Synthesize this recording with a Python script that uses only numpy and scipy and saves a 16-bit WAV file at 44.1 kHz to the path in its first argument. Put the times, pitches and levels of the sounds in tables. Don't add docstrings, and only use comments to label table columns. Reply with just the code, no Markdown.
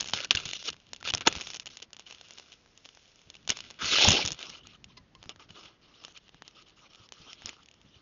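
import sys
import numpy as np
from scipy import signal
from scipy.fft import rfft, irfft, next_fast_len
from scipy.io import wavfile
from scipy.ndimage import uniform_filter1d, map_coordinates

SR = 44100
rng = np.random.default_rng(int(sys.argv[2]) if len(sys.argv) > 2 else 0)


def persist_wave(psi):
    counts = np.round(np.clip(psi, -1, 1) * 32767).astype(np.int16)
    wavfile.write(sys.argv[1], SR, np.atleast_2d(counts).T)


def undo_db(level):
    steps = np.asarray(level, float) / 20
    return 10 ** steps


N = 353549

# centre in Hz, width in Hz, level in dB.
SHELL = [(297.3, 210, 1.5), (640, 724, 1), (857, 250, 0.5), (1350, 910, -1.5)]
FACE = [(2620, 716, 0), (2940, 360, 4.5), (3455, 420, 0), (4284, 730, -4)]
PORT = [(5290, 690, 3), (6495, 1300, -1.5), (6110, 650, -13)]
# time in seconds, pressure in dB, flexing of the shell's top mode in dB.
CRUNCH = [
    (3.788, -48.5, 10),
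    (3.825, -35, 9.5),
    (3.93, -27, 4.5),
    (4.04, -23.5, -24.5),
    (4.17, -29, -17.5),
    (4.228, -33, -13),
    (4.236, -40.5, -3),
    (4.33, -53.5, -13),
    (4.38, -59, 7.5),
]


def unit(x):
    return x / np.sqrt(np.mean(x ** 2) + 1e-20)


def along(points, hz):
    f, v = np.transpose(points)
    return np.interp(np.log(hz + 1), np.log(f + 1), v)


def curves(rows):
    s, *cols = np.transpose(rows)
    return [np.interp(np.arange(N) / SR, s, c) for c in cols]


def wobble(rate):
    knots = rng.standard_normal(int(N * rate / SR) + 4)
    return map_coordinates(knots, [np.arange(N) * rate / SR])


def filtered(x, response):
    n = x.shape[-1]
    m = 2 * next_fast_len(n // 2 + 2048)
    return irfft(rfft(x, m) * response(np.fft.rfftfreq(m, 1 / SR)), m)[..., :n]


def placed(s, sounds):
    where = np.round(s * SR).astype(int)[:, None] + np.arange(sounds.shape[1])
    return np.bincount(where.ravel(), sounds.ravel(), N + sounds.shape[1])[:N]


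def ring(modes, spread=None):
    sign = -1 if spread is None else 1

    def response(f):
        skirt = (1j * f / modes[0][0]) / (1 + 1j * f / modes[0][0])
        total = 0
        for k, (centre, width, db) in enumerate(modes):
            gain = undo_db(db if spread is None else db + spread[:, k:k + 1])
            mode = 1j * f * width / (centre * centre - f * f + 1j * f * width)
            total = total + sign ** k * gain * mode
        return skirt * total
    return response


def excited(force, modes):
    response = ring(modes)
    power = np.abs(response(np.linspace(0, SR / 2, num=2048))) ** 2
    return filtered(force, response) / np.sqrt(np.mean(power))


def causal(points):
    def response(f):
        fold = irfft(np.log(undo_db(along(points, f))))
        fold[1:len(f) - 1] *= 2
        fold[len(f):] = 0
        return np.exp(rfft(fold))
    return response


def woods():
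    # frequency in Hz, spectral density in dB per Hz.
    hum = [(15, -29), (25, 0.5), (233, -2), (1680, -14.5), (3110, -14.5), (6350, -19), (7320, -31),
           (9520, -48), (16100, -120)]
    return undo_db(-70.0) * unit(filtered(rng.standard_normal(N), lambda hz: undo_db(along(hum, hz))))


def grip():
    # time in seconds, level in dB.
    weight = [(.55, -60.5), (.85, -77), (1.1, -55), (1.8, -71), (2.4, -84.5), (3.2, -86), (3.3, -69),
              (3.7, -65.5), (4.1, -56), (4.4, -64), (5.1, -71), (5.5, -67.5), (5.9, -77.5), (6.3, -71.5),
              (6.7, -74.5), (7.2, -74), (7.65, -74.5), (7.8, -71.5)]
    # frequency in Hz, density in dB per Hz.
    thud = [(20, -19), (45, -6.5), (90, -4.5), (160, -4.5), (300, -12), (700, -36)]
    # time in seconds, peak in dB.
    bump_rows = [(0.135, -42), (0.307, -45), (0.348, -37), (0.457, -46.5), (0.916, -58), (1.085, -51),
                 (1.136, -32), (1.268, -33.5), (1.359, -39.5), (3.497, -41.5), (3.827, -39), (3.912, -44),
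                 (3.977, -49), (4.038, -34), (4.075, -19.5), (4.106, -28), (4.242, -37.5), (4.3085, -39.5),
                 (3.271, -59), (5.26, -49), (5.503, -54), (7.849, -56), (7.961, -69), (6.344, -56),
                 (6.998, -57), (.7, -48.5), (7.2, -52), (4.999, -61.5), (7.445, -49.5)]
    (level_db,) = curves(weight)
    rumble = unit(filtered(rng.standard_normal(N), lambda hz: undo_db(along(thud, hz))))
    s, db = np.transpose(bump_rows)
    t = np.arange(4096) / SR
    fade = undo_db(db[:, None] - 60 * t / 0.096) * (1 - np.exp(-t / 0.0015))
    bounce_hz = 95 * undo_db(1.5 * rng.standard_normal((len(s), 1)))
    bumps = placed(s, undo_db(-2.0) * fade * np.sin(2 * np.pi * bounce_hz * t))
    lumps = undo_db(level_db + 3.5 * wobble(14))
    return rumble * (lumps + undo_db(-2.5) * placed(s, fade)) + bumps


def catches():
    # middle in seconds, pitch in Hz, peak in dB.
    tones = [(0.1385, 3020, -27.5), (0.205, 1440, -43), (0.206, 583, -43), (0.224, 1400, -51),
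             (0.254, 1500, -42.5), (0.353, 1590, -35.5), (0.375, 2790, -27.5), (0.389, 1360, -43),
             (0.556, 5940, -40), (0.558, 2970, -36), (0.68, 5560, -31), (0.686, 2930, -31.5),
             (1.012, 1400, -54), (1.061, 1370, -39), (1.105, 2960, -30), (1.235, 1526, -56),
             (1.2735, 886, -21), (1.2805, 6750, -21), (1.449, 5500, -44), (2.069, 3030, -46.5),
             (3.818, 5970, -42), (3.829, 1300, -50), (3.915, 3790, -28), (3.931, 1280, -30.5),
             (3.959, 1300, -31), (3.976, 4000, -25), (4.013, 870, -30.5), (4.054, 857, -23),
             (4.156, 3830, -34.5), (4.173, 3060, -21.5), (4.194, 880, -31.5), (4.227, 2320, -31),
             (4.526, 1120, -66), (4.529, 2870, -47), (4.553, 2970, -44), (4.611, 2950, -58),
             (4.655, 1280, -57), (4.75, 3050, -52.5), (4.906, 1060, -61), (4.976, 4150, -50),
             (5.507, 2960, -49.5), (5.553, 3000, -57), (5.576, 4400, -56), (5.679, 3230, -53.5),
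             (5.944, 2960, -57), (6.042, 1300, -53), (6.168, 2430, -50.5), (6.167, 3170, -49),
             (6.571, 1270, -57), (6.591, 1270, -56.5), (7.275, 1253, -61), (7.293, 1150, -65),
             (7.303, 3000, -53), (7.304, 5470, -49.5), (7.492, 6980, -46), (7.946, 2970, -56)]
    rise_s, fall_s = 0.002, 0.0046
    phase_wander = 0.076
    s, hz, db = np.transpose(tones)[:, :, None]
    t = np.arange(-1024, 1024) / SR
    wander = np.cumsum(rng.standard_normal((len(s), len(t))), axis=1)
    turn = 2 * np.pi * hz * t + phase_wander * wander
    lead = t + rise_s
    swell = np.exp(-.5 * (lead / np.where(lead < 0, rise_s, fall_s)) ** 2)
    return placed(s[:, 0] + t[0], undo_db(db) * swell * np.sin(turn))


def squeaks():
    # time in seconds, pitch in Hz, level in dB, upper partials over it in dB, time in seconds for the
    # fundamental to fall 40 dB.
    stems = [
        (4.972, 1018, -52.5, 7, 0.057),
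        (5.15, 1065, -51.5, -4, 0.053),
    ]
    s, hz, db, upper_db, t60 = np.transpose(stems)[:, :, None]
    t = np.arange(4096) / SR
    wander = np.cumsum(rng.standard_normal((len(s), len(t))), axis=1)
    turn = 2 * np.pi * hz * t + 0.038 * wander
    stack = 0
    for k in (1, 2, 4, 5):
        partial_db = upper_db * (k > 1) - 5 * (k == 2) - 40 * t * np.sqrt(k) / t60
        stack = stack + undo_db(partial_db) * np.sin(k * turn)
    return placed(s[:, 0], undo_db(db) * stack * (1 - np.exp(-t / 0.0024)))


def blows():
    # time in seconds, peak in dB, knock and bright edge in dB over peak.
    twigs = [(.0074, -11, -14, 7), (0.135, -9, 3.5, -13.5), (0.2033, -17.5, -13, -18.5),
             (0.3079, 5.5, -22.5, -17.5), (0.3126, -10, 1.5, 4), (0.3502, -8.5, -26, 4),
             (0.357, -14.5, -29, 3.5), (0.372, -14.5, -29, -19), (0.5328, -14.5, -38, 5.5),
             (0.9323, -22, -5.5, 7.5), (1.0751, -16.5, -1.5, -17.5), (1.137, -8, -0.5, -6),
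             (1.1484, -15, -2, 10), (1.2717, 1.5, 2, 2), (1.5974, -21, -20, 1), (3.502, -4, -12.5, 4.5),
             (4.044, -12, -9, 10.5), (4.079, -16.5, 6, -13.5), (4.085, -0.5, 3, 14),
             (4.1183, -12.5, 1, 13.5), (4.131, -17.5, -11, -9), (4.251, -14, -23, 7), (4.26, -13, -26, 4.5),
             (4.2752, -15.5, -31, 7), (4.3182, -21.5, -25, 9.5), (4.4273, -19.5, -24, -9),
             (5.293, -21, -8.5, -1.5), (6.421, -39, 14.5, -23), (7.458, -24, -41, 12),
             (7.4914, -20.5, -15.5, -4)]
    # time in seconds, peak in dB.
    ticks = [(.0738, -24.5), (.0857, -21.5), (.1078, -30), (.1581, -31.5), (.246, -15.5), (.4541, -20.5),
             (.4894, -22.5), (.7017, -21.5), (.962, -30.5), (1.173, -23.5), (1.3254, -19.5),
             (1.5682, -26.5), (1.658, -25), (1.6669, -24.5), (1.7702, -25.5), (1.8258, -26.5),
             (1.9307, -28.5), (2.3073, -29.5), (2.7754, -36.5), (3.3007, -29), (4.2813, -19), (4.3233, -23),
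             (4.499, -25), (4.8422, -29.5), (6.4782, -30), (7.089, -37.5), (7.3305, -28), (6.1748, -34.5),
             (.5295, -30), (7.137, -40.5)]
    cracks = [(.0273, -22.5), (.0432, -24), (.0964, -23), (.458, -22.5), (1.0094, -38.5), (1.216, -33),
              (1.3525, -19.5), (1.41, -20.5), (1.4155, -24), (1.472, -24), (1.5021, -23), (1.544, -23.5),
              (1.6717, -27.5), (1.966, -32), (1.9948, -29.5), (2.1244, -31.5), (2.2114, -31), (2.3833, -29),
              (2.397, -30), (2.8568, -30.5), (3.4759, -20.5), (3.5701, -24), (3.6044, -23), (3.7026, -30),
              (3.7083, -29), (4.305, -21), (4.3906, -28), (4.67, -32.5), (6.0485, -25.5), (7.1216, -26.5)]
    taps = [(.4006, -25), (.73, -37), (.765, -41), (.9463, -38), (1.6756, -33), (1.1038, -35), (1.179, -22),
            (1.2083, -21), (1.3832, -26.5), (1.8005, -35.5), (1.946, -43), (2.0646, -41), (2.0837, -45),
            (2.109, -30.5), (2.52, -38), (2.889, -34), (3.3521, -33.5), (3.545, -42.5), (3.5887, -27.5),
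            (3.667, -49), (4.414, -29.5), (4.4676, -36), (5.1503, -38), (5.228, -32.5), (5.5055, -35),
            (5.6554, -37), (6.0381, -36), (6.2917, -38.5), (6.9476, -38), (5.2985, -33.5)]
    knocks = [(.0165, -36), (.742, -49), (1.0274, -36), (1.3998, -37.5), (1.905, -53.5), (2.66, -52.5),
              (2.972, -47.5), (3.985, -22), (5.239, -45), (5.257, -47), (5.36, -47.5), (6.081, -44.5),
              (6.3443, -48.5), (7.42, -41.5), (7.53, -48)]
    # time in seconds, peak
    # in dB, bright edge in dB over peak.
    splinters = [(0.0317, -33, -11), (0.0592, -30, 3), (0.1415, -19, -4), (0.1745, -25, 3),
                 (0.2275, -34.5, 0), (0.271, -42, -1), (0.3416, -33, -1), (0.6262, -27, -2),
                 (0.7095, -56, -4), (0.7243, -40, -14), (0.7348, -49, -20), (0.8005, -44, -4),
                 (0.8672, -44, -4), (0.8899, -43, -13), (0.9176, -49, -15), (0.9732, -54, -3),
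                 (1.0032, -43, 4), (1.051, -26, -14), (1.0868, -18.5, -19), (1.093, -19.5, -17),
                 (1.1203, -30.5, -12.5), (1.2627, -20, -1), (1.2867, -25.5, -2), (1.315, -41, 0),
                 (1.3621, -26, -2), (1.4242, -32.5, 7), (1.4695, -25, -9), (1.508, -34, -3),
                 (1.534, -25.5, -17), (1.5497, -24, -7), (1.604, -40, 8), (1.6885, -39, -13),
                 (1.7893, -39.5, -14), (1.988, -42, -11), (2.003, -36, -7), (2.006, -44, -9),
                 (2.0132, -50, -23), (2.022, -45, -5), (2.1017, -51.5, -12), (2.1469, -33, -11),
                 (2.183, -39, -12), (2.245, -46, -15), (2.25, -41, -11), (2.2681, -46, -3),
                 (2.285, -42, 10), (2.3347, -49, 21), (2.376, -34, -14), (2.5272, -36, -12),
                 (2.536, -39, -16),
                 (2.846, -41, -12), (2.852, -32.5, -23), (2.9487, -40.5, 3.5), (3.056, -46, -13.5),
                      (3.1577, -47, 11), (3.1914, -43.5, -2), (3.2158, -42, 0), (3.3378, -49, -15),
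                      (3.3416, -37.5, -23), (3.3663, -40, -11), (3.428, -47, -15), (3.4508, -46, -5),
                      (3.4892, -20.5, -11), (3.4935, -16, 11), (3.6393, -35, -15), (3.6544, -45, -12),
                      (3.7413, -40, -10), (3.8443, -16.5, -14), (3.8564, -21.5, 12), (3.879, -21.5, -8),
                      (3.936, -12.5, -15), (3.9446, -21.5, -12), (3.9621, -9, -13), (3.9907, -16.5, -10),
                      (4.02, -13, -15), (4.047, -5, 0), (4.082, -8, 0), (4.094, -9.5, 6), (4.1052, -5.5, 8),
                      (4.115, -8.5, -3), (4.1282, -9.5, 4), (4.1398, -20.5, 9), (4.1481, -16, -7),
                      (4.1705, -19.5, -12), (4.287, -23.5, -11), (4.329, -27, 6), (4.345, -31.5, -4),
                      (4.4045, -29.5, -2), (4.457, -31.5, -7), (4.4948, -32, 6), (5.225, -52, -7.5),
                      (5.309, -51, -8), (5.315, -45, -5.5), (6.103, -70, 3.5), (6.122, -46, 6),
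                      (6.1608, -43, -16), (6.2805, -41.5, -20.5), (6.449, -46, -13), (6.51, -45, -11),
                      (6.6845, -44.5, -5), (6.6956, -42, -18.5), (6.704, -45, -11.5), (6.9333, -40, -4.5),
                      (6.9565, -39.5, -1), (7.8143, -44, -14.5)]
    middle_s, gap_s, middle_db, sag_db = 7.6858, 0.027, -38.5, 2.5
    ratchet = [(middle_s + k * gap_s, middle_db - abs(k) * sag_db) for k in range(-2, 3)]
    # knock and bright edge, dB over peak
    kinds = [(ticks + ratchet, (-18.5, 2.5)), (cracks, (-5, 0)), (taps, (-1.5, -14)), (knocks, (13, -4))]
    rows = list(twigs)
    for kind, colour in kinds:
        rows += [(s, db, *colour) for s, db in kind]
    rows += [(s, db, -10, edge_db) for s, db, edge_db in splinters]
    return np.transpose(rows)


def stroked(rows):
    power = np.zeros(N)
    for s, length, first_db, slide_db in rows:
        way = np.arange(round(length * SR)) / (length * SR)
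        part = power[round(s * SR):][:len(way)]
        part += undo_db(first_db + slide_db * way[:len(part)]) ** 2
    return power


def strokes():
    # start in seconds, length in seconds, first level in dB, slide in dB.
    brushes = [(0, 0.045, -39.5, -21.5), (0.054, 0.1, -48, -8), (0.135, 0.087, -36, -8.5),
               (0.225, 0.031, -43, 2.5), (0.33, 0.024, -56.5, 13.5), (0.369, 0.16, -40, -20),
               (0.45, 0.064, -43.5, 3), (.515, 0.059, -56.5, 13), (.546, 0.029, -40.5, -7),
               (.591, 0.039, -40.5, -12.5), (0.638, 0.058, -45, 11), (0.726, 0.018, -42, -32.5),
               (1.04, 0.01, -50.5, 7), (1.051, 0.045, -39.5, 5.5), (1.1, 0.0077, -31, 0.5),
               (1.13, 0.071, -52.5, -4.5), (1.207, 0.035, -36, -24), (1.25, 0.024, -53, 35),
               (1.2735, 0.0057, -14, -6.5), (1.284, 0.093, -48, 1.5), (1.385, 0.182, -50.5, -1.5),
               (1.612, 0.02, -60, 0.5), (1.7, 0.058, -56, 1.5), (1.76, 0.055, -60, -14),
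               (1.819, 0.036, -44.5, -26), (1.999, 0.096, -62, -19), (2.058, 0.172, -54.5, -8.5),
               (2.23, 0.2, -60.5, 1), (3.49, 0.013, -33.5, 2.5), (3.502, 0.022, -30.5, -9.5),
               (3.524, 0.26, -50.5, -14.5)]
    slides = [(2.411, 0.085, -64.5, 0), (2.5, 0.11, -61, -13), (3.241, 0.056, -80, 4), (4.38, 0.2, -51, 1),
              (4.581, 0.074, -56, -34.5), (4.637, 0.12, -58.5, -2), (4.881, 0.048, -63, -4.5),
              (4.974, 0.0224, -50, -36.5), (5.08, 0.018, -70, -12), (5.187, 0.135, -66, -1.5),
              (5.397, 0.06, -56.5, -6.5), (5.491, 0.049, -55.5, -7), (5.548, 0.115, -55, -2),
              (5.66, 0.111, -57.5, -14.5), (5.818, 0.3, -66.5, 8), (6.138, 0.044, -62, 8),
              (6.202, 0.083, -68, 4), (6.322, 0.067, -62, -8), (6.453, 0.2, -62.5, -11),
              (6.553, 0.076, -55.5, -4), (6.664, 0.11, -59.5, -18.5), (6.764, 0.11, -62, -3.5),
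              (6.898, .17, -65, 3.5), (7.126, 0.21, -63, 10), (7.339, 0.15, -62, 12),
              (7.477, 0.16, -58.5, -6), (7.947, 0.067, -62.5, -17.5)]
    # time in seconds, resting level, nearness to the port, weight on the shell in dB.
    contact = [(0, -58, -2, -5.5), (.4, -65, -5.5, -4), (.6, -56.5, -5, -14), (.75, -70.5, -4, -4),
               (1.05, -70, -5.5, -9), (1.25, -70.5, -7.5, 2.5), (1.5, -78.5, 2, -7.5),
               (1.9, -89.5, -6.5, -6), (2.6, -74.5, -0.5, -3.5), (3, -66.5, 0, -7.5),
               (3.78, -73.5, -5.5, -2.5), (3.9, -64, -4, -12.5), (4.1, -66.5, -5, 0), (4.8, -80, -11, -8),
               (5.4, -85.5, -9, -1.5), (6.3, -75.5, -8, -7), (7.09, -87.5, -7, -4.5), (7.8, -69, -9, -7.5)]
    slide_soft_s = 0.013
    trail_db, trail_t60_s = -28, 0.063
    t = np.arange(N) / SR
    rest_db, edge_db, shell_db = curves(contact)
    pushing = (t > CRUNCH[0][0]) * (t < CRUNCH[-1][0])
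    power = undo_db(rest_db) ** 2 + undo_db(curves(CRUNCH)[0]) ** 2 * pushing
    power += stroked(brushes)
    power += np.abs(uniform_filter1d(stroked(slides), round(slide_soft_s * SR)))
    s, db = blows()[:2]
    power += placed(s, undo_db(db[:, None] + trail_db - 60 * t[:4096] / trail_t60_s) ** 2)
    face_db = uniform_filter1d(10 * np.log10(power), size=88)
    return face_db, face_db + edge_db, face_db + shell_db


def grains(per_second, size_db, hiss, rarest=0.022):
    chance, size = rng.random((2, N))
    slips = (chance < per_second / SR) * undo_db(-size_db * np.log(size + rarest)) * rng.standard_normal(N)
    return unit(slips) + hiss * rng.standard_normal(N)


def patchy(x, depth_db):
    z = signal.stft(x, nperseg=256)[2]
    field = uniform_filter1d(rng.standard_normal(z.shape), size=5, axis=0)
    field = uniform_filter1d(field, size=14, axis=1)
    return signal.istft(z * undo_db(depth_db * unit(field)), nperseg=256)[1][:N]


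def dipped(x):
    # centre in Hz, width in Hz, share removed from 0 to 1.
    dips = [(1754, 84, 1), (1875, 170, 1), (4930, 170, 0.18)]

    def response(f):
        total = 1
        for hz, width, share in dips:
            band = 1j * f * width / (hz ** 2 - f * f + 1j * f * width)
            total = total * (1 - np.clip(share, 0, 1) * band)
        return total
    return filtered(x, response)


def drag():
    # centre in Hz, width in Hz, level in dB.
    soft_shell = [(333, 140, 5), (1250, 210, 4.5)]
    soft_face = [(2950, 470, 8.5), (4040, 1340, -0.5)]
    soft_port = [(5160, 870, 6), (6300, 1900, -4.5)]
    flex = [(1300, 270, 0)]
    heavy_db = -35
    t = np.arange(N) / SR
    face_db, port_db, shell_db = strokes()
    settled = t > 4.45
    pressed = 1 / (1 + undo_db(-1.5 * (face_db + 64.0)))
    pressed = pressed * (1 - 0.42 * settled)
    heavy = 1 / (1 + undo_db(-2.5 * (uniform_filter1d(face_db, size=2000) - heavy_db)))

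    crush = grains(per_second=2800, size_db=2.8, hiss=.6) * undo_db(1.6 * wobble(70))
    slips = grains(per_second=1400, size_db=3, hiss=.65) * undo_db(2.2 * wobble(110))
    ticks = grains(per_second=220, size_db=3, hiss=1.6, rarest=.05)
    slips = np.sqrt(1 - heavy) * unit(slips) + np.sqrt(heavy) * unit(crush)
    slips = np.sqrt(pressed) * unit(patchy(slips, depth_db=2.0))
    slips = slips + np.sqrt(1 - pressed) * ~settled * unit(ticks)
    whisper = grains(per_second=830, size_db=4.5, hiss=1.8, rarest=0.039) * undo_db(3.4 * wobble(18))
    whisper = np.sqrt(1 - pressed) * settled * unit(patchy(whisper, depth_db=4.5))

    sound = excited(slips * undo_db(port_db), PORT)
    sound += excited(whisper * undo_db(port_db + 6.0 + 0.23 * (face_db + 62)), soft_port)
    sound += excited(slips * undo_db(face_db), FACE)
    sound += excited(whisper * undo_db(face_db), soft_face)
    sound += excited(heavy * slips * undo_db(face_db - 16.5), FACE[2:])
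    flex_db = curves(CRUNCH)[1] * (np.abs(t - 4.06) < .28) - 3.5
    sound += excited(slips * undo_db(shell_db - 8), SHELL[:3])
    sound -= excited(slips * undo_db(shell_db + flex_db - 6.0), flex)
    sound += excited(whisper * undo_db(shell_db - 1.5), soft_shell)
    return dipped(sound)


def snaps():
    # centre in Hz, width in Hz, level in dB.
    shove = [(450, 3400, 0)]
    deaden = 1.4
    lean = 0.42
    s, db, knock_db, edge_db = blows()
    t = np.arange(1024) / SR
    draw = rng.standard_normal((len(s), len(t) + 16))
    life_s = 0.011 * undo_db(np.clip(0.5 * draw[:, -1:], -3, 3))
    crack = 0.15 * draw[:, :len(t)] * undo_db(-60 * t / life_s)
    crack[:, 0] = np.sign(draw[:, 0])
    clean = crack * np.where(t > 0, .5, 1)
    shell = [(hz, deaden * width, level) for hz, width, level in SHELL]

    def peaked(part, level_db):
        return part / np.abs(part).max(axis=1, keepdims=True) * undo_db(level_db)[:, None]

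    registers = [(FACE, crack, db - 3.0), (PORT, crack, db + edge_db - 6.5),
                 (shell, clean, db + knock_db - 8.0), (shove, clean, db + knock_db - 9.0)]
    sound = np.zeros_like(crack)
    for k, (modes, force, level_db) in enumerate(registers):
        lean_db = (modes is FACE) * lean * edge_db[:, None] * (np.arange(4) - 1.5)
        scatter_db = 2.0 * draw[:, len(t) + 4 * k:][:, :4]
        sound += peaked(filtered(force, ring(modes, lean_db + scatter_db)), level_db)
    spike = filtered(clean, ring([(200, 15000, 0)]))
    sound += peaked(spike, db - 4.5 + 0.44 * edge_db)
    return placed(s + .0006, sound * np.cos(np.pi / 2 * t / t[-1]))


def scene():
    return (woods() + grip() + catches() + squeaks() + drag() + snaps())[None]


def top_cut(x):
    return signal.sosfilt(signal.butter(12, 9400, fs=SR, output="sos"), x)


def record(dry):
    # frequency in Hz, gain in dB.
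    band_edge = [(1450, 2.5), (1850, 5.5), (2250, 2), (6900, -1), (7200, -18), (7500, -34), (8200, -68),
                 (8900, -36), (9500, -80)]
    held = dry / (1 + np.abs(dry / .6) ** 4) ** (1 / 4)
    return top_cut(filtered(held, causal(band_edge)))


dry = scene()
out = record(dry)
persist_wave(out)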